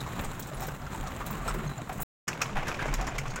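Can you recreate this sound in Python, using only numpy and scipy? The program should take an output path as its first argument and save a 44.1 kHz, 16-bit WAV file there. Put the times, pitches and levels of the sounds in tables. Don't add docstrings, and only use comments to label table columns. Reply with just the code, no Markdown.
import sys
import numpy as np
from scipy import signal
from scipy.fft import rfft, irfft
from scipy.io import wavfile

SR = 44100
rng = np.random.default_rng(int(sys.argv[2]) if len(sys.argv) > 2 else 0)


def to_linear_factor(level_db):
    exponent = np.asarray(level_db, float) / 20
    return 10 ** exponent


def unload_wav(signal):
    wavfile.write(
        sys.argv[1],
        SR,
        np.round(np.clip(np.atleast_2d(signal).T, -1, 1) * 32767).astype(np.int16),
    )


N = 149940
MUTE_S, UNMUTE_S = 2.0334, 2.2774

# start in seconds, peak level in dB,
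# brightness in dB per octave.
RATTLES_ROAD = [(0.0044, -31, -4), (0.12, -44, -7), (0.16, -43.5, 0), (0.2094, -43, 13), (0.2446, -31, -1),
                (0.3953, -30.5, 6), (0.4239, -33, -4), (0.4698, -36.5, 5), (0.5686, -38, -2),
                (0.6046, -36, 8), (0.6194, -34.5, 7), (0.6337, -31.5, -5), (0.667, -32, 3),
                (0.9433, -39.5, 4), (1.071, -33, -8), (1.2623, -27, -1), (1.3089, -39, 14),
                (1.478, -26, -1.5), (1.4944, -39.5, -4), (1.5409, -38, 8), (1.89, -40, 2), (1.927, -37, 0),
                (1.9734, -41.5, 7.5), (2.0017, -38, 12), (2.0114, -40, 15.5), (2.0204, -32, 12.5)]
# start in seconds, peak level in dB.
RATTLES_CABIN = [(2.279, -18), (2.329, -40), (2.415, -17.5), (2.4604, -39), (2.572, -43), (2.6703, -36.5),
                 (2.6804, -23.5), (2.743, -42), (2.863, -38), (2.9387, -24.5), (3.0109, -31), (3.068, -30),
                 (3.1818, -21.5), (3.3036, -37), (3.3587, -30.5)]


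def rms_one(x):
    return x / np.sqrt(np.mean(x ** 2) + 1e-20)


def in_time(parts):
    seconds, values = np.concatenate(parts).T
    return np.interp(np.arange(N) / SR, seconds, values)


def drift(rate_hz):
    r = np.exp(-80 * np.pi * rate_hz / SR)
    noise = rng.standard_normal(N // 40 + 2002)
    slow = signal.lfilter([1], [1, -2 * r, r * r], noise)[2000:]
    return np.interp(np.arange(N) / 40, np.arange(len(slow)), rms_one(slow))


def resonate(x, hz, width_hz):
    r = np.exp(-np.pi * width_hz / SR)
    poles = [1, -2 * r * np.cos(2 * np.pi * hz / SR), r * r]
    return signal.lfilter([(1 - r * r) / 2, 0, (r * r - 1) / 2], poles, x + 1e-18)


def add(out, s, x):
    i = max(int(s * SR), 0)
    out[i:i + len(x)] += x[:N - i]


def blow(rise_s, t60):
    t = np.arange(SR // 2) / SR
    return (1 - np.exp(-t / rise_s)) * to_linear_factor(-60 * t / max(t60, .01))


def gritty(per_s, share):
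    size = to_linear_factor(4 * np.minimum(rng.exponential(1, N), 3))
    clicks = (rng.random(N) < per_s / SR) * size * rng.choice([-1, 1], N)
    share = np.clip(share, 0, 1)
    return np.sqrt(share) * rms_one(clicks) + np.sqrt(1 - share) * rng.standard_normal(N)


def bands(x, road, cabin):
    hz = np.arange(1, N // 2 + 2) * SR / N

    def coloured(curve):
        curve_hz, curve_db = np.array(curve).T
        return rfft(x) * to_linear_factor(np.interp(np.log(hz), np.log(curve_hz), curve_db, left=-70))

    before, after = coloured(road), coloured(cabin)
    facing_road = np.arange(N) < MUTE_S * SR
    for centre in 62.5 * 2 ** np.arange(0, 8.6, .5):
        share = np.cos(np.pi * np.clip(np.log2(hz / centre), -.5, .5)) ** 2
        yield centre, np.where(facing_road, irfft(before * share, N), irfft(after * share, N))


def halves(x, low_hz, high_hz):
    band_pass = signal.butter(2, [low_hz, high_hz], "band", fs=SR, output="sos")
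    y = signal.sosfilt(band_pass, x)
    cut = int(MUTE_S * SR)
    return np.where(np.arange(N) < cut, 1 / y[:cut].std(), 1 / y[cut:].std())


def heave():
    # time of the ridge in seconds, peak level in dB.
    ridges = [(0.19, -33), (0.261, -31.5), (0.569, -33), (0.807, -38), (0.999, -30), (1.199, -39),
              (1.397, -31), (1.52, -29), (1.649, -36), (1.999, -34), (2.557, -24.5), (2.849, -32),
              (2.919, -26), (2.978, -26.5), (3.071, -35), (3.151, -29.5), (3.267, -31.5)]
    swing_hz, width_hz, bed_db = 28.5, 30, -47
    rise_s, t60_s, lead_s = 0.028, 0.31, 0.019
    settle_s = 0.27
    out, t = np.zeros(N), np.arange(SR // 2) / SR
    for (s, db), (spread, sign) in zip(ridges, rng.uniform(-0.81, 1, (len(ridges), 2))):
        swing = np.sin(2 * np.pi * swing_hz * (1 + 0.54 * spread) * t) * np.sign(sign)
        add(out, s - lead_s, to_linear_factor(db + 8.5) * blow(rise_s, t60_s) * swing)
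    bed = resonate(resonate(rng.standard_normal(N), swing_hz, width_hz), swing_hz, 2 * width_hz)
    settling = np.clip(np.abs(np.arange(N) / SR - UNMUTE_S) / settle_s, .3, 1)
    return out + to_linear_factor(bed_db) * rms_one(bed) * settling


def booms():
    # start in seconds, peak level in dB, pitch in Hz.
    floor_pan = [(0.009, -26, 130), (0.147, -41, 174), (0.396, -36.5, 145), (0.682, -30, 145.4),
                 (0.996, -31.5, 140), (1.278, -28.5, 134), (1.338, -30.5, 165), (1.509, -27.5, 132.3),
                 (1.565, -27, 153), (1.657, -20.5, 143.5), (1.961, -29, 140), (2.299, -32, 140),
                 (2.443, -27.5, 130.6), (2.568, -28.5, 139), (2.881, -23.5, 138.7), (3.188, -27.5, 140),
                 (3.273, -26, 127.4)]
    # start in seconds, peak level in dB, pitch in Hz.
    seat_frame = [
        (0.419, -39, 205),
        (1.05, -36.5, 192),
        (1.311, -28, 208),
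        (1.575, -27, 216.3),
        (1.954, -31, 201.2),
        (2.52, -29, 197.7),
    ]
    rise_s, t60_s, trim_db = 0.018, 0.21, 1.56
    sag, sag_s = 0.16, 0.036
    hum_hz, hum_width_hz, hum_db = 140, 43, -45.5
    out, t = np.zeros(N), np.arange(SR // 2) / SR
    turns = t + sag * (sag_s * (1 - np.exp(-t / sag_s)) - .5 * t)
    for s, db, hz in floor_pan + seat_frame:
        add(out, s - .004, to_linear_factor(db + trim_db) * blow(rise_s, t60_s) * np.sin(2 * np.pi * hz * turns))
    hum = resonate(resonate(rng.standard_normal(N), hum_hz, hum_width_hz), hum_hz, 2 * hum_width_hz)
    return out + to_linear_factor(hum_db) * rms_one(hum)


def knocks():
    # start in seconds, peak level in dB,
    # pitch in Hz, T60 in seconds.
    frame_knocks = [(0.163, -35.5, 1175, 0.11), (0.242, -38, 810, 0.45), (0.515, -30.5, 607, 0.041),
                    (.596, -44, 850, 0.11), (0.619, -29, 764, 0.22), (.683, -33.5, 1540, 0.11),
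                    (.818, -39, 550, .08), (0.865, -32, 1390, 0.054), (0.944, -29, 883, 0.11),
                    (1.028, -31.5, 750, 0.12), (1.06, -31.5, 1170, 0.36), (1.202, -29, 1167, 0.21),
                    (1.302, -32, 1080, .15), (1.339, -33.5, 1070, 0.16), (1.398, -34.5, 1160, 0.28),
                    (1.453, -30, 670, 0.25), (1.478, -24, 1360, 0.14), (1.506, -23.5, 1120, 0.03),
                    (1.542, -29.5, 369, 0.45), (1.59, -35.5, 1320, 0.1), (1.634, -35.5, 640, 0.13),
                    (1.792, -33, 696, .1), (1.894, -25, 776, 0.11), (1.918, -33.5, 625, 0.09),
                    (1.993, -32.5, 750, 0.15),
                    (2.281, -29.5, 1460, 0.24), (2.346, -33, 900, 0.059), (2.4045, -28, 1150, 0.12),
                    (2.417, -18.5, 2450, 0.078), (2.4574, -28, 1050, 0.085), (2.4882, -31.5, 1190, .1),
                    (2.553, -25, 817, 0.3), (2.568, -28.5, 1980, 0.16), (2.572, -34, 1090, 0.16),
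                    (2.621, -31.5, 900, .1), (2.668, -28, 1640, 0.11), (2.685, -27, 1240, 0.15),
                    (2.7143, -32.5, 910, 0.11), (2.715, -26.5, 2450, 0.061), (2.743, -29.5, 2460, 0.06),
                    (2.7886, -25, 1622, 0.24), (2.801, -32, 2500, 0.16), (2.824, -30, 2050, .15),
                    (2.854, -27.5, 610, 0.11), (2.929, -27.5, 1040, .1), (2.985, -26.5, 740, 0.41),
                    (2.884, -28.5, 2200, 0.17), (3.07, -30, 1134, 0.082), (3.077, -31, 1920, 0.17),
                    (3.1535, -33.5, 990, 0.086), (3.184, -22.5, 2140, 0.045), (3.2543, -28.5, 1150, .07),
                    (3.359, -28.5, 1120, .08), (3.3773, -30.5, 1510, 0.061)]
    # frequency in Hz, level in dB per Hz.
    frame_colour = [(200, -28.5), (350, -5.5), (1200, -0.5), (2700, -10.5), (4000, -26.5), (12000, -58.5)]
    rise_s, burst_db = 0.003, -10
    ring_db, ring_width = -10, .07
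    grit = gritty(1500, 0.49)
    body = sum(band for _, band in bands(grit, frame_colour, frame_colour))
    force, rings = np.zeros(N), np.zeros(N)
    for s, db, hz, t60 in frame_knocks:
        add(force, s - .001, to_linear_factor(db + burst_db) * blow(rise_s, t60))
        shake = np.roll(grit, -int(s * SR))[:SR // 4] * blow(0.0007, 0.79 * t60)[:SR // 4]
        ring = resonate(shake, hz, ring_width * hz)
        add(rings, s, to_linear_factor(db + ring_db) * 2 * ring / np.abs(ring).max())
    return force * rms_one(body) + rings


def rattles():
    # frequency in Hz, level in dB per Hz.
    road_colour = [(1200, -13.5), (2000, -30.5), (3840, 5.5), (4700, -3.5), (5400, 1.5), (8100, 7),
                   (9600, -5.5), (15500, 0)]
    cabin_colour = [(600, -27.5), (1000, 2), (2400, -1), (3800, -15), (5400, -2), (7500, -5.5),
                    (9200, -17.5), (15500, -18.5)]
    # pitch in Hz, level in dB, T60 in seconds.
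    roof_bars = [
        (2450, -4, .1),
        (5500, -10, .1),
        (6700, 4.5, .1),
        (7420, -8.5, .15),
    ]
    level_db, rise_s, t60_s, colour_spread_db = -12.5, 0.00053, 0.059, 3
    tail_s, tail_db = 0.18, -10.5
    bars_db, bars_road_db, bars_spread_db = -39.5, -5.5, 3.5
    rows = list(RATTLES_ROAD) + [(s, db, 0) for s, db in RATTLES_CABIN]
    grit = gritty(2500, 0.39) * to_linear_factor(1.2 * drift(180))
    parts = list(bands(grit, road_colour, cabin_colour))
    colour = rng.standard_normal((len(rows), len(parts)))
    strike = rng.standard_normal((len(rows), len(roof_bars)))
    even = halves(sum(band for _, band in parts), 3000, 15000)
    out, force = np.zeros(N), np.zeros((len(roof_bars), N))
    snap = blow(rise_s, t60_s)[:SR // 4]
    shape = snap + to_linear_factor(tail_db) * blow(0.0013, tail_s)[:SR // 4]
    for (s, db, tilt_db), own, hits in zip(rows, colour, strike):
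        i = int(s * SR)
        burst = 0
        for (hz, band), c in zip(parts, own):
            gain = to_linear_factor(colour_spread_db * c + tilt_db * np.log2(hz / 7000))
            burst = burst + gain * band[i:i + len(shape)]
        add(out, s, to_linear_factor(db) * burst * shape[:len(burst)])
        for bar, hit in zip(force, hits):
            add(bar, s, to_linear_factor(db + bars_spread_db * hit + bars_road_db * (s < MUTE_S)) * snap)
    ringing = 0
    for bar, (hz, db, t60) in zip(force, roof_bars):
        ringing = ringing + to_linear_factor(db) * resonate(bar * grit, hz, 5.2 / t60) * np.sqrt(t60 * SR)
    return to_linear_factor(level_db) * even * out + to_linear_factor(bars_db) * ringing


def jingles():
    level_db, t60_s = -22, .035
    rows = list(RATTLES_ROAD) + list(RATTLES_CABIN)
    out, t = np.zeros(N), np.arange(SR // 2) / SR
    for row, draws in zip(rows, rng.random((len(rows), 4, 3))):
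        in_cabin = row[0] > MUTE_S
        for pitch, late, size in draws:
            hz = 2000 * (4.2 if in_cabin else 7) ** pitch
            ring = blow(.002, t60_s) * np.sin(2 * np.pi * hz * t)
            add(out, row[0] + .015 * late, to_linear_factor(row[1] + level_db + 10 * size - 6 * pitch * in_cabin) * ring)
    return out


def ticks():
    # start in seconds, peak level in dB, centre in Hz.
    contacts = [(0.685, -39, 5030), (.818, -45, 5000), (.866, -43, 5500), (.96, -38, 7200),
                (2.3299, -26.5, 2400), (2.4574, -33, 2700), (2.6694, -36, 2200), (2.744, -38, 4000),
                (3.122, -50, 5140), (3.281, -38.5, 6030), (3.359, -28.5, 7000)]
    t60_s, width = 0.019, 0.55
    out, shape = np.zeros(N), blow(.0004, t60_s)[:SR // 16]
    for (s, db, hz), noise in zip(contacts, rng.standard_normal((len(contacts), len(shape)))):
        x = resonate(resonate(noise * shape, hz, width * hz), hz, width * hz)
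        add(out, s, to_linear_factor(db) * x / np.abs(x).max())
    return out


def squeaks():
    # start in seconds, length in seconds, pitch in Hz, level in dB.
    rubs = [(0.173, 0.014, 7200, -46), (0.538, .03, 10070, -53.5), (0.611, 0.03, 5400, -50),
            (1.48, .025, 5330, -42), (1.482, 0.019, 8400, -47), (3.3, 0.017, 4400, -53),
            (2.0, 0.017, 9560, -45.5), (0.629, 0.012, 10490, -47), (0.666, .02, 13100, -48),
            (1.066, .015, 7470, -50.5), (1.668, 0.017, 6430, -47.5), (1.673, 0.011, 4130, -50),
            (1.676, 0.1, 4000, -58), (1.778, 0.0085, 7200, -40.5), (3.075, 0.027, 7110, -46),
            (3.2, 0.019, 6500, -58), (3.297, 0.03, 6600, -52),]
    width = .02
    out = np.zeros(N)
    for s, length, hz, db in rubs:
        noise = rng.standard_normal(SR // 8)
        x = resonate(resonate(noise, hz, width * hz), hz, width * hz)[1000:]
        progress = np.arange(len(x)) / SR / max(length, .003)
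        add(out, s, to_linear_factor(db) * rms_one(x) * np.sin(np.pi * np.clip(progress, 0, 1)))
    return out


def roll():
    # time in seconds, level in dB.
    loudness = [
        [(0, -41), (.35, -40), (.45, -45), (.58, -41.5), (.8, -43), (1.05, -41.5), (1.6, -40.5), (1.75, -44.5),
         (2.03, -42.5)],
        [(2.28, -40), (2.39, -42.5), (2.55, -40), (2.8, -38.5), (3.1, -39), (3.4, -41.5)],
    ]
    # frequency in Hz, level in dB per Hz.
    road_colour = [(60, -1.5), (140, -3.5), (460, -12), (1140, -11.5), (2400, -21.5), (5000, -37),
                   (11000, -40.5), (15800, -33.5)]
    cabin_colour = [(60, 0), (140, -1.5), (1250, -8.5), (2500, -14), (4500, -27), (7000, -24.5),
                    (10000, -42), (15800, -40.5)]
    # resonance in Hz, width in Hz, lift as a gain.
    ports = [
        (4000, 430, 1.1),
        (7200, 1160, 3.1),
    ]
    trim_db, patchy_db = -2.5, 1.3
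    taps_per_s, tap_t60_s, tap_db, tap_colour_db = 200, .018, -8, 7
    fast = drift(25)
    taps = np.flatnonzero(rng.random(N) < taps_per_s / SR)
    size = np.minimum(rng.exponential(1, len(taps)), 2)
    fall = to_linear_factor(-60 / (tap_t60_s * SR))
    colour, bed = np.zeros(len(taps)), 0
    for _, band in bands(gritty(1500, 0.18), road_colour, cabin_colour):
        colour = .5 * colour + .85 * rng.standard_normal(len(taps))
        kicks = np.zeros(N)
        kicks[taps] = size * to_linear_factor(tap_db + tap_colour_db * np.clip(colour, -3, 1.5))
        flutter = to_linear_factor(patchy_db * (fast + drift(18)))
        bed = bed + band * flutter * (1 + signal.lfilter([1], [1, -fall], kicks + 1e-18))
    lifted = sum(lift * resonate(bed, hz, width_hz) for hz, width_hz, lift in ports)
    bed = bed + (np.arange(N) < MUTE_S * SR) * lifted
    return to_linear_factor(in_time(loudness) + trim_db) * bed * halves(bed, 490, 2000)


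def scene():
    return (heave() + booms() + knocks() + rattles() + squeaks() + roll() + jingles() + ticks())[None]


def top_cut(x):
    return signal.sosfilt(signal.butter(12, 16910, fs=SR, output="sos"), x)


def record(dry):
    cutoff_hz, cabin_offset = 15950, .0043
    blip_s, blip_db = 2.2715, -17
    t = np.arange(N) / SR
    x = irfft(rfft(dry) * (np.arange(N // 2 + 1) * SR / N < cutoff_hz), N)
    x = x + cabin_offset * np.clip((t - UNMUTE_S) / .3, 0, 1)
    closing = np.clip((MUTE_S - t) / 0.00058, 0, 1)
    blip = to_linear_factor(blip_db) * (t >= blip_s) * (t < UNMUTE_S)
    gate = closing + (t >= UNMUTE_S) + blip
    return top_cut(x * gate)


dry = scene()
out = record(dry)
unload_wav(out)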